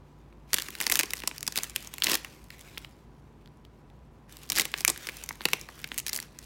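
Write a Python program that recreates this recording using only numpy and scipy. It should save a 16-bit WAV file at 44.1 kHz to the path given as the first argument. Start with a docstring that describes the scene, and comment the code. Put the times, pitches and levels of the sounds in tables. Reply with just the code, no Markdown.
"""Crisp dried seaweed cracks and tears as two rice balls wrapped in it are pulled apart by hand.
The brittle sheet snaps in single cracks and in quick runs, and each crack rings the flap it frees.
Between cracks the sheet rubs on fingers and rice, hissing and shedding tiny flakes.
It is all close by, over a table, in a small room that echoes softly and hums with an appliance."""
import sys
import numpy as np
from scipy import signal
from scipy.fft import rfft, irfft, next_fast_len
from scipy.io import wavfile
from scipy.ndimage import uniform_filter1d, map_coordinates

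SR = 44100
rng = np.random.default_rng(int(sys.argv[2]) if len(sys.argv) > 2 else 0)


def unload_audio(sound):
    """Save the sound as a 16-bit wav file, at the path given as the first command line argument."""
    columns = np.transpose(np.atleast_2d(sound))
    # keep every value between -1 and 1, then stretch to whole-number steps
    steps = np.round(np.clip(columns, -1, 1) * 32767)
    wavfile.write(sys.argv[1], SR, steps.astype(np.int16))


N = 284445

# the tone of the room's ventilation noise: (f/Hz, level/dB)
AIR_TONE = [(12, -69.5), (20, -32.5), (35, -32.5), (60, -11), (91, -9.5), (150, -10), (172, -13),
            (216, -12.5), (262, -15), (337, -15), (624, -23.5), (802, -23), (1060, -25), (1400, -31),
            (16000, -61)]
# the notes in the appliance's hum: (f/Hz, level/dB)
HUM_NOTES = [(53.8, -55), (145.3, -59.5), (231.5, -67), (990.5, -73)]
# single cracks: (t/s, level/dB, bass/dB, treble/dB, ring of the freed flap f/Hz)
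SINGLE_CRACKS = [(0.326, -56, 0, -22, 2100), (0.532, -19, -14.5, 0.5, 5000), (0.542, -18, -14.5, 5, 2110),
                 (0.584, -22.5, -14, -5, 1840), (0.621, -28.5, -30, 0.5, 4370),
                 (0.685, -32.5, -5.5, -4, 1530), (0.752, -33.5, -25, -3, 3740),
                 (0.803, -25, -11, -1.5, 2730), (0.812, -23.5, -11, 1, 1990), (0.8664, -18, -14, -4, 4460),
                 (0.8984, -21, -11.5, 0.5, 2630), (0.9553, -19, -21, 1, 2900),
                 (0.9911, -18.5, -16, 3.5, 2660), (0.9226, -25, -4, 5, 5700),
                 (0.9965, -20, -7.5, 1.5, 1990), (1.009, -22.5, -15, -3, 2550),
                 (1.033, -23.5, -7, -2, 2600), (1.1063, -30.5, -15, -0.5, 4960),
                 (1.1344, -22.5, -14, -1.5, 2200), (1.2205, -36, -20, -12, 2600),
                 (1.2361, -31, -1.5, -9.5, 1940), (1.2745, -21, -10.5, 2.5, 6570),
                 (1.313, -33.5, -6, -24, 2060), (1.381, -35.5, -25, -0.5, 4600),
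                 (1.4073, -40, -17, 4, 5200), (1.429, -29, -16, 1, 5140), (1.4666, -30, -20, -1, 6370),
                 (1.477, -20.5, -12.5, -0.5, 5960), (1.523, -35.5, -14, 1, 4450),
                 (1.5748, -21.5, -9.5, -0.5, 3780), (1.586, -24.5, -10.5, -3, 4100),
                 (1.6333, -30, -20, 6.5, 7650), (1.6416, -34.5, -14, 3, 3280), (1.697, -41, -16, 4, 6900),
                 (1.761, -21.5, -20.5, 0, 2920), (1.8256, -47, -11, 6, 7000), (1.8726, -43, -4, 7, 6400),
                 (1.9386, -35.5, -7, 4, 3400), (1.9823, -34, -15, 1, 2550), (2.021, -17, -29, -14, 2920),
                 (2.042, -21, -23, 3, 4900), (2.069, -17, -20, -9, 2760), (2.0366, -21.5, -20, -1, 5000),
                 (2.0837, -28, -2.5, -14, 2040), (2.097, -23.5, -14, 1, 2750), (2.141, -23.5, -12, 2, 4220),
                 (2.116, -20.5, -7.5, -0.5, 5030), (2.153, -20.5, -15.5, 1, 3250),
                 (2.247, -31, -11, -6, 2560), (2.504, -37.5, -14, -6.5, 2200), (2.593, -50, -20, 2, 2400),
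                 (2.7747, -32, -9.5, -19, 2420), (2.7784, -32, -18, -4, 3200),
                 (2.8467, -36, -12.5, -16, 2700), (3.459, -51.5, -22, -11, 3600),
                 (3.475, -53.5, -22.5, -10.5, 3600), (3.6506, -50, -19, -10.5, 3500),
                 (3.9005, -57, -19.5, -9, 3390), (4.5005, -22.5, -13, 0.5, 5860),
                 (4.520, -23, -14, 0.5, 3300), (4.5286, -33, -13, 3, 4000),
                 (4.5753, -20.5, -21.5, -10, 4600), (4.5843, -20, -11, 0, 1890),
                 (4.5968, -16, -14.5, 0, 2640), (4.6534, -26.5, -10, 0.5, 3200),
                 (4.7398, -20, -11, -15.5, 2130), (4.7844, -37, -14, -1, 5500),
                 (4.8066, -31.5, -8, 2.5, 4500), (4.849, -14, -40, 0, 2210), (4.8783, -15, -13, 2, 6800),
                 (4.8997, -24.5, -5, 6.5, 8200), (5.0704, -29, -13, -4.5, 5200),
                 (5.0882, -27, -9.5, -9, 2060), (4.961, -36.5, -17, -14, 1880),
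                 (5.0945, -31.5, -11, -18, 1970), (5.2377, -37.5, -9, 6, 6000),
                 (5.2898, -29.5, -12.5, -0.5, 6000), (5.3075, -33, 1, -33, 2020),
                 (5.4075, -35, -2.5, -15, 1800), (5.4168, -37.5, -27, -8, 2400),
                 (5.4541, -13.5, -8.5, -6.5, 2800), (5.486, -29, -10, -4, 1780),
                 (5.533, -14.5, -9, -5, 2310), (5.613, -42.5, -17, 6, 5500), (5.6877, -38, -0.5, -11, 2040),
                 (5.8423, -26.5, -18, -10, 2570), (5.9173, -28, -9, -18, 3270),
                 (6.0652, -27.5, -18, -0.5, 4030), (6.093, -29.5, -21, -2, 4740),
                 (6.131, -25.5, -17.5, 0.5, 4230), (6.1616, -31.5, -18, 3, 5160),
                 (6.1887, -30.5, -15.5, -12, 1970), (6.3885, -41, -20, 5.5, 5660),
                 (6.2012, -33.5, -24, 3, 4500), (6.226, -38.5, -11, 0, 5800)]
# the tone of the sheet when it cracks: (f/Hz, level/dB)
CRACK_TONE = [(70, -22), (170, -9), (350, -4.5), (650, -10.5), (1050, -5), (1350, -6), (1900, -0.5),
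              (3300, -4), (5500, -2.5), (9000, -2.5), (12500, -3.5), (16000, -6)]
# how long the room's echo takes to fade by 60 dB: (f/Hz, fade time/s)
ECHO_FADE = [(200, 1), (2500, 0.42), (7000, 0.41), (15000, 0.15)]
# the tone of the sheet when it rubs: (f/Hz, level/dB)
RUB_TONE = [(80, -30), (280, 0.5), (700, -9.5), (1300, -3.5), (1700, -2), (2400, 0.5), (3200, -3.5),
            (5800, -6), (9000, -10.5), (13000, -12), (16000, -14.5)]
# how hard the sheet rubs and crumbles as the first ball is opened: (t/s, level/dB)
FIRST_BALL_RUB = [(0.45, -76), (0.55, -46.5), (0.8, -47.5), (0.96, -43.5), (1.08, -50.5), (1.45, -56.5),
                  (1.6, -46.5), (1.74, -55), (1.8, -50), (1.98, -57), (2.12, -36), (2.21, -54.5),
                  (2.42, -59.5), (2.55, -55.5), (2.82, -57.5), (3.1, -74.5)]
# the same for the second ball: (t/s, level/dB)
SECOND_BALL_RUB = [(4.275, -78), (4.295, -55.5), (4.48, -51.5), (4.58, -40), (4.67, -50.5), (4.93, -52.5),
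                   (5.06, -45), (5.41, -57), (5.5, -47.5), (5.7, -57.5), (5.8, -54), (5.98, -50.5),
                   (6.04, -60), (6.15, -49.5), (6.33, -64), (6.44, -52)]
# tears, where a split runs on through the sheet: (t/s, length/s, crack level/dB, bass/dB, treble/dB)
RUNNING_TEARS = [(0.559, 0.05, -34, -17, -3), (0.816, 0.03, -33, -11, -1),
                 (0.915, 0.015, -20.5, -14.5, 2.5), (0.934, 0.05, -35, -6, 4.5),
                 (0.994, 0.014, -27, -13, -1), (1.17, 0.04, -41.5, -16, 0), (1.56, 0.025, -31.5, -19, 0.5),
                 (2.051, 0.106, -28, -6.5, -3.5), (4.551, 0.073, -26.5, -11, 0.5),
                 (4.777, 0.045, -44.5, -12, 6), (4.882, 0.014, -24, -6.5, -4), (5.978, 0.026, -33, -19, 6),
                 (6.071, 0.035, -33.5, -19, 3), (6.136, 0.045, -39, -8.5, 8.5)]

FLAP_HZ, FLAP_OCTAVES = 3300, 0.44  # the usual ring of a freed flap, and how much it varies


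def amp(db):
    """Turn decibels into a number to multiply by."""
    return 10 ** (np.asarray(db) / 20)


def unit(x):
    """Scale a signal to an average (rms) size of 1."""
    return x / np.sqrt(np.mean(x ** 2) + 1e-20)


def along(points, hz):
    """Read a table of (f/Hz, value) between its rows, on a scale of octaves."""
    freqs, values = np.transpose(points)
    return np.interp(np.log(hz + 1), np.log(freqs), values)


def wobble(rate):
    """A smooth curve through random values, `rate` of them a second."""
    return map_coordinates(rng.standard_normal(int(N * rate / SR) + 4), [np.arange(N) * rate / SR])


def filtered(x, response):
    """Turn each frequency in x up or down by response(hz)."""
    size = next_fast_len(N + SR // 2)
    return irfft(rfft(x, size) * response(np.fft.rfftfreq(size, 1 / SR)), size)[:N]


def causal(gain):
    """A filter with this gain that rings only after it is struck, never before."""
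    cepstrum = irfft(np.log(np.maximum(gain, 1e-6)))
    half = cepstrum.shape[-1] // 2
    cepstrum[..., 1:half] *= 2
    cepstrum[..., half + 1:] = 0
    return np.exp(rfft(cepstrum))


def air_and_hum(air_db=-56, waver_db=3, drift_rad=.9):
    """Ventilation makes a soft rush, and an appliance hums unsteadily."""
    t = np.arange(N) / SR
    air = unit(filtered(rng.standard_normal(N), lambda hz: amp(along(AIR_TONE, hz))))
    hum = sum(amp(db + waver_db * wobble(18)) * np.sin(2 * np.pi * hz * t + drift_rad * wobble(14))
              for hz, db in HUM_NOTES)
    return amp(air_db) * air + hum


def crack_life(db, bass_db, treble_db, usual_s=.014, usual_db=-24.5, usual_bass_db=-13):
    """Seconds to fade by 60 dB: strong, wide or splintering cracks outlast small, clean ones."""
    strong = (db - usual_db) / 40  # 40 dB stronger lasts twice as long
    wide = (bass_db - usual_bass_db) / 30
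    splintering = treble_db / 28
    return usual_s * 2 ** (strong + wide + splintering)


def cracking(rows, size=4096, uneven_db=6, first_db=8, flap_db=4.5, flap_sharpness=2.4, bass_life=2.22):
    """Each crack is one sharp break and a dying run of tiny fractures that rings the flap it frees."""
    start_s, db, bass_db, treble_db, flap_hz = np.transpose(rows)[:, :, None]
    life_s = crack_life(db, bass_db, treble_db)
    t, hz = np.arange(size) / SR, np.fft.rfftfreq(size, 1 / SR)
    strength, *noises = rng.standard_normal((len(start_s), 4, size)).transpose(1, 0, 2)
    # the first break is the strongest; the fractures after it come in very uneven sizes
    break_db = first_db * np.exp(-t / .0004)
    attack = 1 - np.exp(-t / .00012)
    fractures = amp(uneven_db * np.clip(strength, -2, 2) + break_db) * attack
    flap = 1 + amp(flap_db) / (1 + (flap_sharpness * (hz / flap_hz - flap_hz / (hz + 1))) ** 2)
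    # wide cracks move the whole sheet and have a bass that lingers; hairline cracks are all treble
    treble_hz = 6000 * 2 ** (np.minimum(treble_db, 0) / 38)  # dull cracks lose their top from lower down
    low = 1 / (1 + (hz / 1200) ** 12)
    high = 1 - 1 / (1 + (hz / treble_hz) ** 12)
    bands = (low, bass_db, bass_life), (abs(1 - low - high), 0, 1), (high, treble_db, 1)
    cracks = 0
    for noise, (share, band_db, stretch) in zip(noises, bands):
        burst = noise * fractures * amp(-60 * t / (life_s * stretch))
        ring = rfft(burst) * causal(np.sqrt(share) * amp(along(CRACK_TONE, hz)) * flap)
        # a crack's level counts its energy as if spread over 2 ms
        power = 2 * np.sum(abs(ring) ** 2, axis=1, keepdims=True) / size / (.002 * SR)
        cracks = cracks + amp(db + band_db) * ring / np.sqrt(power)
    # slow bending waves bring the lowest notes a little late
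    lag_s = .0033 / (1 + (hz / 550) ** 4)
    waves = irfft(cracks * np.exp(-2j * np.pi * np.cumsum(lag_s) * SR / size))
    index = np.round(start_s * SR).astype(int) + np.arange(size)
    return amp(-0.17) * np.bincount(index.ravel(), waves.ravel(), N)[:N]  # add each crack in at its time


def room_echo(x, echo_db=-18.5):
    """The walls return a soft, diffuse wash of sound whose treble dies first."""
    echoes = np.zeros(N + SR)
    step, delay = SR // 8, SR // 250
    for start in range(0, N, step):  # a new random tail every eighth of a second, so no note stands out
        hz, t, noise = signal.stft(rng.standard_normal(SR // 2), SR, nperseg=256)
        fade = amp(-60 * t / along(ECHO_FADE, hz)[:, None])
        tail = signal.istft(noise * fade, SR, nperseg=256)[1]
        echo = signal.fftconvolve(x[start:start + step], tail / np.linalg.norm(tail))
        echoes[start + delay:][:len(echo)] += echo
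    soft_walls = lambda hz: 1 / np.sqrt(1 + (hz / 11000) ** 2)
    return amp(echo_db) * filtered(echoes[:N], soft_walls)


def rub_level():
    """How hard the sheet rubs at each sample, in dB."""
    return np.interp(np.arange(N) / SR, *np.transpose(FIRST_BALL_RUB + SECOND_BALL_RUB))


def patchy_noise(depth_db, size=512):
    """White noise that swells and fades in small patches of pitch and time."""
    noise = signal.stft(rng.standard_normal(N), nperseg=size)[2]
    across_pitch = uniform_filter1d(rng.standard_normal(noise.shape), size=4, axis=0)
    patches = uniform_filter1d(across_pitch, size=10, axis=1)
    return signal.istft(noise * amp(depth_db * unit(patches)), nperseg=size)[1][:N]


def rubbing(level_db, hiss_db=-2, flutter_db=2.5):
    """Seaweed sliding on fingers and rice hisses unevenly."""
    friction = patchy_noise(depth_db=2.4)
    hiss = unit(filtered(friction, lambda hz: amp(along(RUB_TONE, hz))))
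    flutter = wobble(30) + wobble(400)
    return amp(level_db + hiss_db + flutter_db * flutter) * hiss


def flaking(level_db, usual_per_s=55, tick_hz=7500, life_s=.0004, boost_db=10.5, spread_db=4.5, size=256):
    """Flakes break off as tiny bright ticks of every size, more often the harder the sheet is pulled."""
    rate = usual_per_s * amp(level_db - np.median(level_db))
    at = np.flatnonzero(rng.random(N) < rate / SR)
    pitch, weight = np.clip(rng.standard_normal((len(at), 2)), -2, 2).T[:, :, None]
    t, hz = np.arange(size) / SR, np.fft.rfftfreq(size, 1 / SR)
    octaves_away = np.log2((hz + 1) / tick_hz) - pitch / 2
    bursts = rng.standard_normal((len(at), size)) * np.exp(-t / life_s)
    ticks = irfft(rfft(bursts) * causal(1 / (1 + octaves_away ** 2 / 2)))
    # where many break at once they share the strain
    sharing = np.minimum(1, usual_per_s / rate[at, None]) ** (1 / 4)
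    ticks *= sharing * amp(level_db[at, None] + boost_db + spread_db * weight)
    return np.bincount((at[:, None] + np.arange(size)).ravel(), ticks.ravel(), N)[:N]


def tearing(cracks_per_s=140, scatter_db=2.5):
    """A tear is a quick, uneven run of cracks, each freeing a flap of its own size."""
    rows = []
    for start_s, length_s, db, bass_db, treble_db in RUNNING_TEARS:
        count = max(1, round(length_s * cracks_per_s))
        slip, weight, flap = np.clip(rng.standard_normal((32, 3)), -2, 2)[np.arange(count) % 32].T
        times = start_s + (np.arange(count) + slip / 4) * length_s / count
        rows += [(t, db + scatter_db * w, bass_db, treble_db, FLAP_HZ * 2 ** (FLAP_OCTAVES * f))
                 for t, w, f in zip(times, weight, flap)]
    return rows


def crinkling(cracks_per_s=14, boost_db=6, scatter_db=2.5, bass_db=-14, treble_db=4, still_db=-56):
    """Small cracks come at random while the sheet is bent, a little louder than its rubbing."""
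    slots = 128  # equal stretches of time, each with room for one crack
    chance, place = rng.random((2, slots))
    weight, flap = np.clip(rng.standard_normal((slots, 2)), -2, 2).T
    at = (np.arange(slots) + place) * N / slots
    rub_db = rub_level()[at.astype(int)]
    happens = (rub_db > still_db) & (chance < cracks_per_s * N / SR / slots)
    crack_db = rub_db + boost_db + scatter_db * weight
    flap_hz = FLAP_HZ * 2 ** (FLAP_OCTAVES * flap)
    return [(at[k] / SR, crack_db[k], bass_db, treble_db, flap_hz[k]) for k in np.flatnonzero(happens)]


def scene():
    """The seaweed close by, its echo and the room's own noise."""
    rub_db = rub_level()
    seaweed = rubbing(rub_db) + flaking(rub_db) + cracking(SINGLE_CRACKS + tearing() + crinkling())
    return (seaweed + room_echo(seaweed) + air_and_hum())[None]


def record(dry):
    """The sharpest peaks are rounded off, and the very highest treble is cut away."""
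    ceiling, top_hz = .62, 16250
    treble_cut = lambda hz: 1 / np.sqrt(1 + (hz / top_hz) ** 120)
    heard = filtered(dry[0], treble_cut)
    rounded = heard / (1 + (heard / ceiling) ** 8) ** (1 / 8)
    return filtered(rounded, treble_cut)[None]


dry = scene()
out = record(dry)
unload_audio(out)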